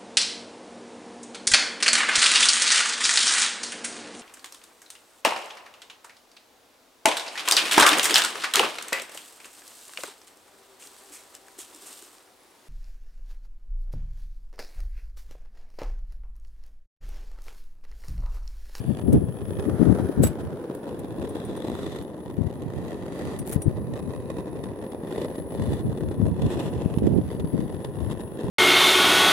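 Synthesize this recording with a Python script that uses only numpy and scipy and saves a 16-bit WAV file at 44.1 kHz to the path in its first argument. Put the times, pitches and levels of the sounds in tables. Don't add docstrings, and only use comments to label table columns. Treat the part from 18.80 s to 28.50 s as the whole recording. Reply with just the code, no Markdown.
import sys
import numpy as np
from scipy import signal
from scipy.fft import rfft, irfft, next_fast_len
from scipy.io import wavfile
from scipy.ndimage import map_coordinates

SR = 44100
rng = np.random.default_rng(int(sys.argv[2]) if len(sys.argv) > 2 else 0)


def wav_record(signal):
    frames = np.transpose(np.atleast_2d(signal))
    bounded = np.clip(frames, -1, 1)
    quanta = np.round(bounded * 32767).astype(np.int16)
    wavfile.write(sys.argv[1], SR, quanta)


N = 427769

# frequency_hz, density_db_per_hz
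TOP_NOISE_SPECTRUM = [(9000, -31), (12000, -10), (13800, -6), (14800, -7), (15500, -5), (16000, -20)]
# time_s, level_db
BREEZE_LEVEL = [(0, -37), (.11, -46), (.83, -38), (1.65, -44), (1.85, -58), (2.36, -43), (3.28, -49.5),
                (4.21, -45), (5.06, -39.5), (6.3, -51.5), (7.1, -36), (8.7, -37.5), (9.7, -49.5)]
# start_s, length_s, level_db, balance_db
GUST_EVENTS = [(0.074, 0.04, -20.5, 31), (0.22, 0.24, -20.5, 11), (0.273, 0.11, -19, -2),
               (0.846, 0.045, -18.5, 27), (0.983, 0.24, -19, 37), (1.363, 0.1, -19.5, 5),
               (1.61, 0.1, -31.5, 1), (3.567, 0.11, -24.5, 28), (3.817, 0.19, -31.5, -28),
               (4.71, 0.06, -26.5, 22), (4.848, 0.043, -21.5, 26), (5.2, 0.039, -26, 31),
               (6.777, 0.15, -27, 6), (7.029, 0.02, -19, 2), (7.364, 0.13, -22.5, 6),
               (7.615, 0.062, -23.5, 1), (8.201, 0.2, -18.5, -6), (8.624, 0.019, -23, 19),
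               (8.721, 0.11, -22, 19), (9.162, 0.11, -29, 14), (9.632, 0.067, -25, 5)]
# centre_s, level_db, balance_db, swing rate away from the core_hz
EDDY_EVENTS = [(0.105, -13.5, 26, 145), (0.887, -11, 31, 178), (1.018, -3.5, 35, 177),
               (1.03, -4.5, 31, 159), (1.2, -11.5, 25, 158), (1.297, -12.5, 27, 240), (1.405, -4, 24, 144),
               (1.438, -10, -4, 308), (4.763, -6, 32, 104), (4.882, -3.5, 25, 83.4), (7.402, -8.5, 9, 118),
               (8.061, -5.5, 32, 128), (8.176, -7.5, -24, 125), (8.223, -11, -19, 210),
               (8.242, -11.5, -21, 176), (8.274, -7, -21, 206), (8.387, -4, -31, 169),
               (8.55, -18.5, 7, 150), (8.645, -11.5, 22, 124), (8.744, -15, -17, 170),
               (8.794, -10, 24, 149)]
# frequency_hz, density_db_per_hz
BUFFET_SPECTRUM = [(20, -47), (45, -14), (85, 0), (140, -0.5), (250, -8), (400, -18.5), (600, -37.5),
                   (1000, -55), (6000, -77)]
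# frequency_hz, density_db_per_hz
BLUSTER_SPECTRUM = [(60, -41), (170, 4.5), (290, 4.5), (430, -4.5), (650, -13.5), (1100, -35.5),
                    (4000, -62.5)]
# start_s, end_s, level_db, balance_db
SCRAPE_EVENTS = [(1.431, 1.438, -22, 0), (1.441, 1.487, -40, 1), (4.662, 4.762, -42.5, 2),
                 (4.725, 4.742, -38, 4)]
# start_s, level_db, ring of the brass torch_db, ring of the copper pipe_db
CLINK_EVENTS = [(0.327, -27, -21, -32), (1.433, -19, -1, -21), (1.468, -25, -15, -14),
                (1.947, -37, -24.5, -32), (2.191, -36.5, -30, -23), (2.49, -38.5, -30, -3),
                (2.648, -40, -30, 0), (2.764, -43, -30, 2), (3.2233, -42, -30.5, -25),
                (4.588, -28, -26, -4), (4.818, -29.5, -20, 1.5)]
# pitch_hz, level_db, t60_s
BRASS_MODES = [(3811, -18, .25), (6982, -17, .11), (7865, 0, .14), (11070, -10, .25), (11110, -12, .25),
               (13740, -8, .16)]
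# pitch_hz, level_db, t60_s
COPPER_MODES = [(5728, -16, .08), (8915, -8, .14), (9280, -6, .07), (9650, 0, .085), (10020, -6, .07),
                (11050, -8, .05)]
# frequency_hz, density_db_per_hz
GRIT_SPECTRUM = [(2000, 1), (5000, -7.5), (8000, 0.5), (10500, 9.5), (12500, 1), (16000, -3)]
# time_s, hiss_level_db, balance_db
JET_LEVEL = [(0.0, -56.5, 1), (1.35, -57.5, 4), (1.6, -65.5, 0), (2.7, -65, 8), (3.6, -67, 7),
             (5.25, -61.5, 6), (5.6, -62.5, -1), (6.7, -56, 8), (7.4, -59.5, 5), (9.7, -58, 10)]
# frequency_hz, gain_db
HISS_SPECTRUM = [(2000, -35), (6000, -43), (9000, 5), (9550, -1), (9750, 15), (10100, 20), (10800, 18),
                 (11200, 0), (11480, 13), (11800, -14), (12300, -6), (13000, -12), (15500, 4)]
# time_s, roar_level_db, level of its tearing edge_db
FLAME_LEVEL = [(0, -50, -57.5), (.65, -50, -64), (1.02, -38.5, -60.5), (1.58, -45.5, -66),
               (2.4, -46, -61.5), (2.86, -44.5, -55), (3.17, -51, -62), (3.3, -47, -65.5), (3.58, -50, -65),
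               (3.95, -47, -59), (4.68, -46.5, -60), (4.92, -48, -63.5), (5.36, -50.5, -64),
               (5.7, -47, -64), (7.5, -47, -63), (7.95, -44.5, -58.5), (8.3, -49, -60.5), (9.7, -46, -63)]
# start_s, end_s, rise of the tearing_db
FLARE_EVENTS = [(1.584, 1.613, 11), (2.392, 2.576, 2.5), (2.876, 3.215, 6), (4.034, 4.134, 5),
                (4.228, 4.574, 6.5), (5.392, 5.628, 3.5), (6.193, 6.463, 7.5), (6.38, 6.445, 5),
                (6.69, 7.01, 7.5), (7.528, 7.889, 6.5), (7.691, 7.745, 9), (9.57, 9.692, 7.5)]
# centre_s, level_db
SPUTTER_EVENTS = [(0.796, -42), (1.054, -51), (2.09, -47), (3.121, -47), (3.16, -50), (3.668, -53),
                  (5.137, -46.5), (5.502, -42.5), (5.598, -51), (5.839, -45), (6.119, -48.5),
                  (6.417, -42.5), (6.554, -47), (6.821, -52), (6.932, -43.5), (7.175, -48.5), (7.62, -40.5),
                  (7.663, -48), (7.793, -39.5), (8.186, -45.5), (8.269, -45), (8.55, -50), (8.599, -47),
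                  (9.047, -40.5), (9.313, -43), (9.405, -46.5), (9.6, -48.5)]
# time_s, share of its power through open air (1 at most is used)
LIFT_SHARE = [(0, 0.4), (.75, 0.67), (1.05, 1.38), (1.7, 0.71), (2.0, 0.57), (2.4, 0.4)]
# time_s, delay_ms
PANEL_DELAY = [(0, 1.47), (.8, 1.64), (1.3, 1.21), (1.7, 1.39), (2.1, 1.2), (2.9, 1.01), (3.5, 1.03),
               (9.7, 1.18)]
# frequency_hz, density_db_per_hz
ROAR_SPECTRUM = [(30, -23), (80, -8), (170, 2), (350, 3.5), (520, 2), (700, -7.5), (1000, -12),
                 (1300, -34.5), (1900, -37.5), (2400, -29.5), (4000, -49.5), (9000, -85)]
# frequency_hz, density_db_per_hz
OPEN_AIR_SPECTRUM = [(40, -26), (150, -2), (400, 10), (700, -9.5), (1100, -13.5), (1800, -19), (2300, -30),
                     (4000, -34.5), (9000, -41.5)]
# frequency_hz, density_db_per_hz
TEARING_SPECTRUM = [(400, -33.5), (1200, 15), (1900, 4.5), (2400, 7), (3500, 3.5), (4800, -0.5), (6200, -4),
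                    (8200, -1), (12000, -5), (16000, -31)]
# centre_hz, width_hz, gain_db
LEFT_RESONANCES = [(1364, 107, -58), (1790, 73, 12), (2350, 140, -24), (3500, 490, 8.5)]
# centre_hz, width_hz, gain_db
RIGHT_RESONANCES = [(1050, 89, 6), (1646, 104, -38), (1913, 130, 13.5), (3250, 140, -17.5),
                    (3900, 370, 3.5)]
# frequency_hz, coherence_0_to_1
PORT_COHERENCE = [(100, 1), (300, 1), (700, 0.82), (1400, 0.49), (3000, 0), (6000, 0)]

WANDER_DB, WANDER_RATE_HZ, LEAN_DB = 2, 7.9, 1.5
GUST_ATTACK_S, GUST_SAG_DB_PER_S, GUST_RELEASE_S = 0.019, 12.5, 0.046
SCRAPE_EDGE_S = 0.0057
GRIP_S, GRIP_T60_S = 0.048, 0.035
HISS_CLIMB_PER_S = 0.0013
FLARE_BUILD_SHARE, FLARE_COLLAPSE_S, ROAR_SHARE = 0.44, 0.011, 0.42
LEFT_EARLY_S = 4e-5
TOP_HZ = 16000


def amp(db):
    return 10 ** (np.asarray(db) / 20)


def unit(x):
    return x / np.sqrt(np.mean(x ** 2) + 1e-20)


def along(points, hz):
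    f, v = np.transpose(points)
    return np.interp(np.log(hz + 1), np.log(f + 1), v)


def curves(rows):
    times, *columns = np.transpose(rows)
    return [np.interp(np.arange(N) / SR, times, column) for column in columns]


def wobble(rate):
    knots = rng.standard_normal(int(N * rate / SR) + 4)
    return map_coordinates(knots, [np.arange(N) * rate / SR])


def filtered(x, response):
    m = next_fast_len(N + SR // 2)
    return irfft(rfft(x, m) * response(np.fft.rfftfreq(m, 1 / SR)), m)[..., :N]


def coloured(x, spectrum):
    log_gain = np.log(amp(along(spectrum, np.fft.rfftfreq(8192, 1 / SR))))
    cepstrum = irfft(log_gain)
    cepstrum[1:4096] *= 2
    cepstrum[4097:] = 0
    impulse = irfft(np.exp(rfft(cepstrum)))
    return unit(signal.fftconvolve(x, impulse[None], axes=1)[:, :N])


def swept(x, gain_db, scale):
    hz, t, z = signal.stft(x, SR, nperseg=1024)
    moved = hz[:, None] / np.interp(t, np.arange(N) / SR, scale)
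    return signal.istft(z * amp(gain_db(moved)), SR)[1][:, :N]


def shifting(x, depth_db, width_hz, rate):
    hz, t, z = signal.stft(x, SR, nperseg=1024)
    places = np.meshgrid(hz / width_hz, t * rate, indexing="ij")
    field = map_coordinates(rng.standard_normal((256, 128)), places, mode="wrap")
    depth = depth_db * np.clip(hz / 1500, 0, 1)[:, None]
    return signal.istft(z * amp(depth * field), SR, nperseg=1024)[1][:, :N]


def panned(balance_db):
    gains = amp(np.array([balance_db, -balance_db]) / 2).reshape(2, -1)
    return gains / np.sqrt(np.mean(gains ** 2, axis=0))


def ports(pair):
    def turn(hz):
        return np.arccos(np.clip(along(PORT_COHERENCE, hz), -1, 1)) / 2

    def advance(hz):
        return np.exp(1j * np.pi * hz * LEFT_EARLY_S * np.array([[1], [-1]]))

    mid, side = filtered(pair, lambda hz: np.array([np.cos(turn(hz)), np.sin(turn(hz))]))
    return filtered(np.array([mid + side, mid - side]), advance)


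def add(track, s, sound):
    part = track[:, max(round(s * SR), 0):][:, :sound.shape[1]]
    part += sound[:, :part.shape[1]]


def spurts(rate, length, scatter_db):
    gaps = rng.gamma(1.3, 1 / (1.3 * rate), 2000)
    starts = (np.cumsum(gaps) * SR).astype(int)
    sizes = amp(scatter_db * np.clip(rng.standard_normal(len(starts)), -2, 1.3))
    pulses = np.bincount(starts, sizes ** 2, N)[:N]
    power = np.abs(signal.fftconvolve(pulses, np.hanning(int(length * SR)) ** 2)[:N])
    return power / power.mean()


def top_noise(level_db, balance_db):
    flicker = np.sqrt(.5 + spurts(rate=28, length=.016, scatter_db=6))
    noise = coloured(flicker * rng.standard_normal((2, N)), TOP_NOISE_SPECTRUM)
    return amp(level_db) * noise * panned(balance_db)


def airflow(breeze_db):
    wander = WANDER_DB * np.array([wobble(WANDER_RATE_HZ), wobble(WANDER_RATE_HZ)])
    power = (amp(curves(BREEZE_LEVEL)[0] + breeze_db + wander) * panned(LEAN_DB)) ** 2
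    age = np.arange(SR) / SR
    for s, length, db, balance_db in GUST_EVENTS:
        attack = np.minimum(age / GUST_ATTACK_S, 1)
        release = np.exp(-np.maximum(age - length, 0) / GUST_RELEASE_S)
        sag = amp(db - GUST_SAG_DB_PER_S * age)
        add(power, s, (sag * attack * release * panned(balance_db)) ** 2)
    return np.sqrt(power)


def wind():
    force = airflow(breeze_db=6.5)
    lumps = amp(7.2 * np.tanh([wobble(35), wobble(35)]))
    rumble = coloured(lumps * rng.standard_normal((2, N)), BUFFET_SPECTRUM)
    bluster = coloured(lumps * rng.standard_normal((2, N)), BLUSTER_SPECTRUM)
    churn = amp(-4.0) * (force / amp(-19.0)) ** 1.65 * bluster
    return force * (rumble + churn)


def eddies(life):
    out, t = np.zeros((2, N)), np.arange(-SR // 25, SR // 25) / SR
    for s, db, balance_db, hz in EDDY_EVENTS:
        swings = hz * (t + 0.74 * life * np.tanh(t / life))
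        thump = np.cos(2 * np.pi * swings + rng.standard_normal()) / np.cosh(t / life)
        add(out, s + t[0], amp(db) * panned(balance_db) * thump)
    return out


def scrape():
    t = np.arange(N) / SR
    pressure = np.zeros((2, N))
    for start, end, db, balance_db in SCRAPE_EVENTS:
        contact = (np.tanh((t - start) / SCRAPE_EDGE_S) - np.tanh((t - end) / SCRAPE_EDGE_S)) / 2
        pressure += amp(db) * panned(balance_db) * contact
    slips = np.sqrt(.45 + spurts(rate=220, length=.003, scatter_db=4))
    return pressure * coloured(slips * rng.standard_normal((2, N)), GRIT_SPECTRUM)


def clinks(crack_t60, ring_db):
    out, t = np.zeros((2, N)), np.arange(SR // 6) / SR
    grit = coloured(rng.standard_normal((2, N)), GRIT_SPECTRUM)
    clack = coloured(ports(rng.standard_normal((2, N))), TEARING_SPECTRUM)
    grip_db = -60 * np.maximum(t - GRIP_S, 0) / GRIP_T60_S
    for s, db, brass_db, copper_db in CLINK_EVENTS:
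        now = round(s * SR) + np.arange(len(t))
        sound = amp(-1.5 - 60 * t / crack_t60) * grit[:, now]
        sound += amp(brass_db - 14.5 - 60 * t / 0.19) * clack[:, now]
        for modes, share_db in ((BRASS_MODES, brass_db + grip_db), (COPPER_MODES, copper_db)):
            for hz, level, t60 in modes:
                chatter = (.012 + .07 * np.exp(-t / .008)) * rng.standard_normal(len(t))
                phase = 2 * np.pi * (hz * t + rng.random()) + np.cumsum(chatter) + np.array([[0], [1]])
                decay_db = ring_db + share_db + level + rng.normal(0, 1) - 60 * t / t60
                sound += amp(decay_db) * np.sin(phase)
        add(out, s, amp(db) * sound * (1 - np.exp(-t / 0.0022)))
    return out


def jet():
    hiss_db, balance_db = curves(JET_LEVEL)
    pitch = 1 + HISS_CLIMB_PER_S * (np.arange(N) - N / 2) / SR + 0.0064 * wobble(6)
    hiss = swept(rng.standard_normal((2, N)), lambda hz: along(HISS_SPECTRUM, hz), pitch)
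    hiss = shifting(unit(hiss), depth_db=2.4, width_hz=150, rate=3)
    return amp(hiss_db + 3.0 + 2.05 * wobble(25)) * hiss * panned(balance_db)


def panel(x, reflection):
    late = np.arange(N) - curves(PANEL_DELAY)[0] * SR / 1000
    echo = np.array([np.interp(late, np.arange(N), side) for side in x])
    return unit(x + reflection * echo)


def resonant(pair):
    def bumps(hz, modes):
        return sum(db * np.exp(-((hz - c) / w) ** 2) for c, w, db in modes)

    scale = (1.118 / curves(PANEL_DELAY)[0]) ** 0.23
    return swept(pair, lambda hz: np.array([bumps(hz, LEFT_RESONANCES), bumps(hz, RIGHT_RESONANCES)]), scale)


def sputters(rise, decay):
    out, t = np.zeros((1, N)), np.arange(-SR // 25, SR // 25) / SR
    for s, db in SPUTTER_EVENTS:
        add(out, s + t[0], amp(db) * 2 / (np.exp(-t / rise) + np.exp(t / decay))[None])
    return out * amp(2 * wobble(250))


def flare_ups():
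    t = np.arange(N) / SR
    rise_db = np.zeros(N)
    for start, end, db in FLARE_EVENTS:
        full = start + FLARE_BUILD_SHARE * (end - start)
        rise_db += db * np.interp(t, [start, full, end, end + FLARE_COLLAPSE_S], [0, 1, 1, 0])
    return rise_db


def flame():
    roar_db, tearing_db = curves(FLAME_LEVEL)
    flare_db = flare_ups() + 1.3 * wobble(14)
    roar_db = roar_db + ROAR_SHARE * flare_db
    tearing_db = tearing_db + flare_db
    lift = np.clip(curves(LIFT_SHARE)[0], 0, 1)
    power = spurts(rate=125, length=.0075, scatter_db=4.5)
    bunches = amp(5 * np.tanh(1.2 * wobble(24))) ** 1.4
    power = power * bunches / np.mean(bunches)
    merged = np.clip(.34 + .04 * (tearing_db + 59), .2, .68)
    ragged = np.sqrt(merged + (1 - merged) * power)
    burn = np.sqrt(.55 + .45 * power)

    def gas(strength, spectrum):
        return coloured(ports(strength * rng.standard_normal((2, N))), spectrum)

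    inside = amp(roar_db + 12.5) * np.sqrt(1 - lift) * gas(burn, ROAR_SPECTRUM) * panned(1.0)
    open_roar = panel(gas(burn, OPEN_AIR_SPECTRUM), reflection=0.26)
    outside = amp(roar_db + 10.5) * np.sqrt(lift) * open_roar
    sharp = sputters(rise=0.0013, decay=0.0038)
    tearing = (amp(tearing_db + 4.0) * ragged + amp(-2.5) * sharp) * gas(1, TEARING_SPECTRUM)
    puffs = amp(14.0) * sharp * gas(1, ROAR_SPECTRUM)
    enclosed = resonant(inside + tearing + puffs)
    return shifting(enclosed, depth_db=2, width_hz=230, rate=1.5) + outside


def scene():
    background = top_noise(level_db=-73.0, balance_db=4)
    air = wind() + eddies(life=0.0014)
    metal = scrape() + clinks(crack_t60=0.042, ring_db=-3.0)
    torch = jet() + flame()
    return background + air + metal + torch


def record(dry):
    rounded = dry / (1 + (dry / .92) ** 4) ** (1 / 4)
    return filtered(rounded, lambda hz: hz < TOP_HZ)


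dry = scene()
out = record(dry)
wav_record(out)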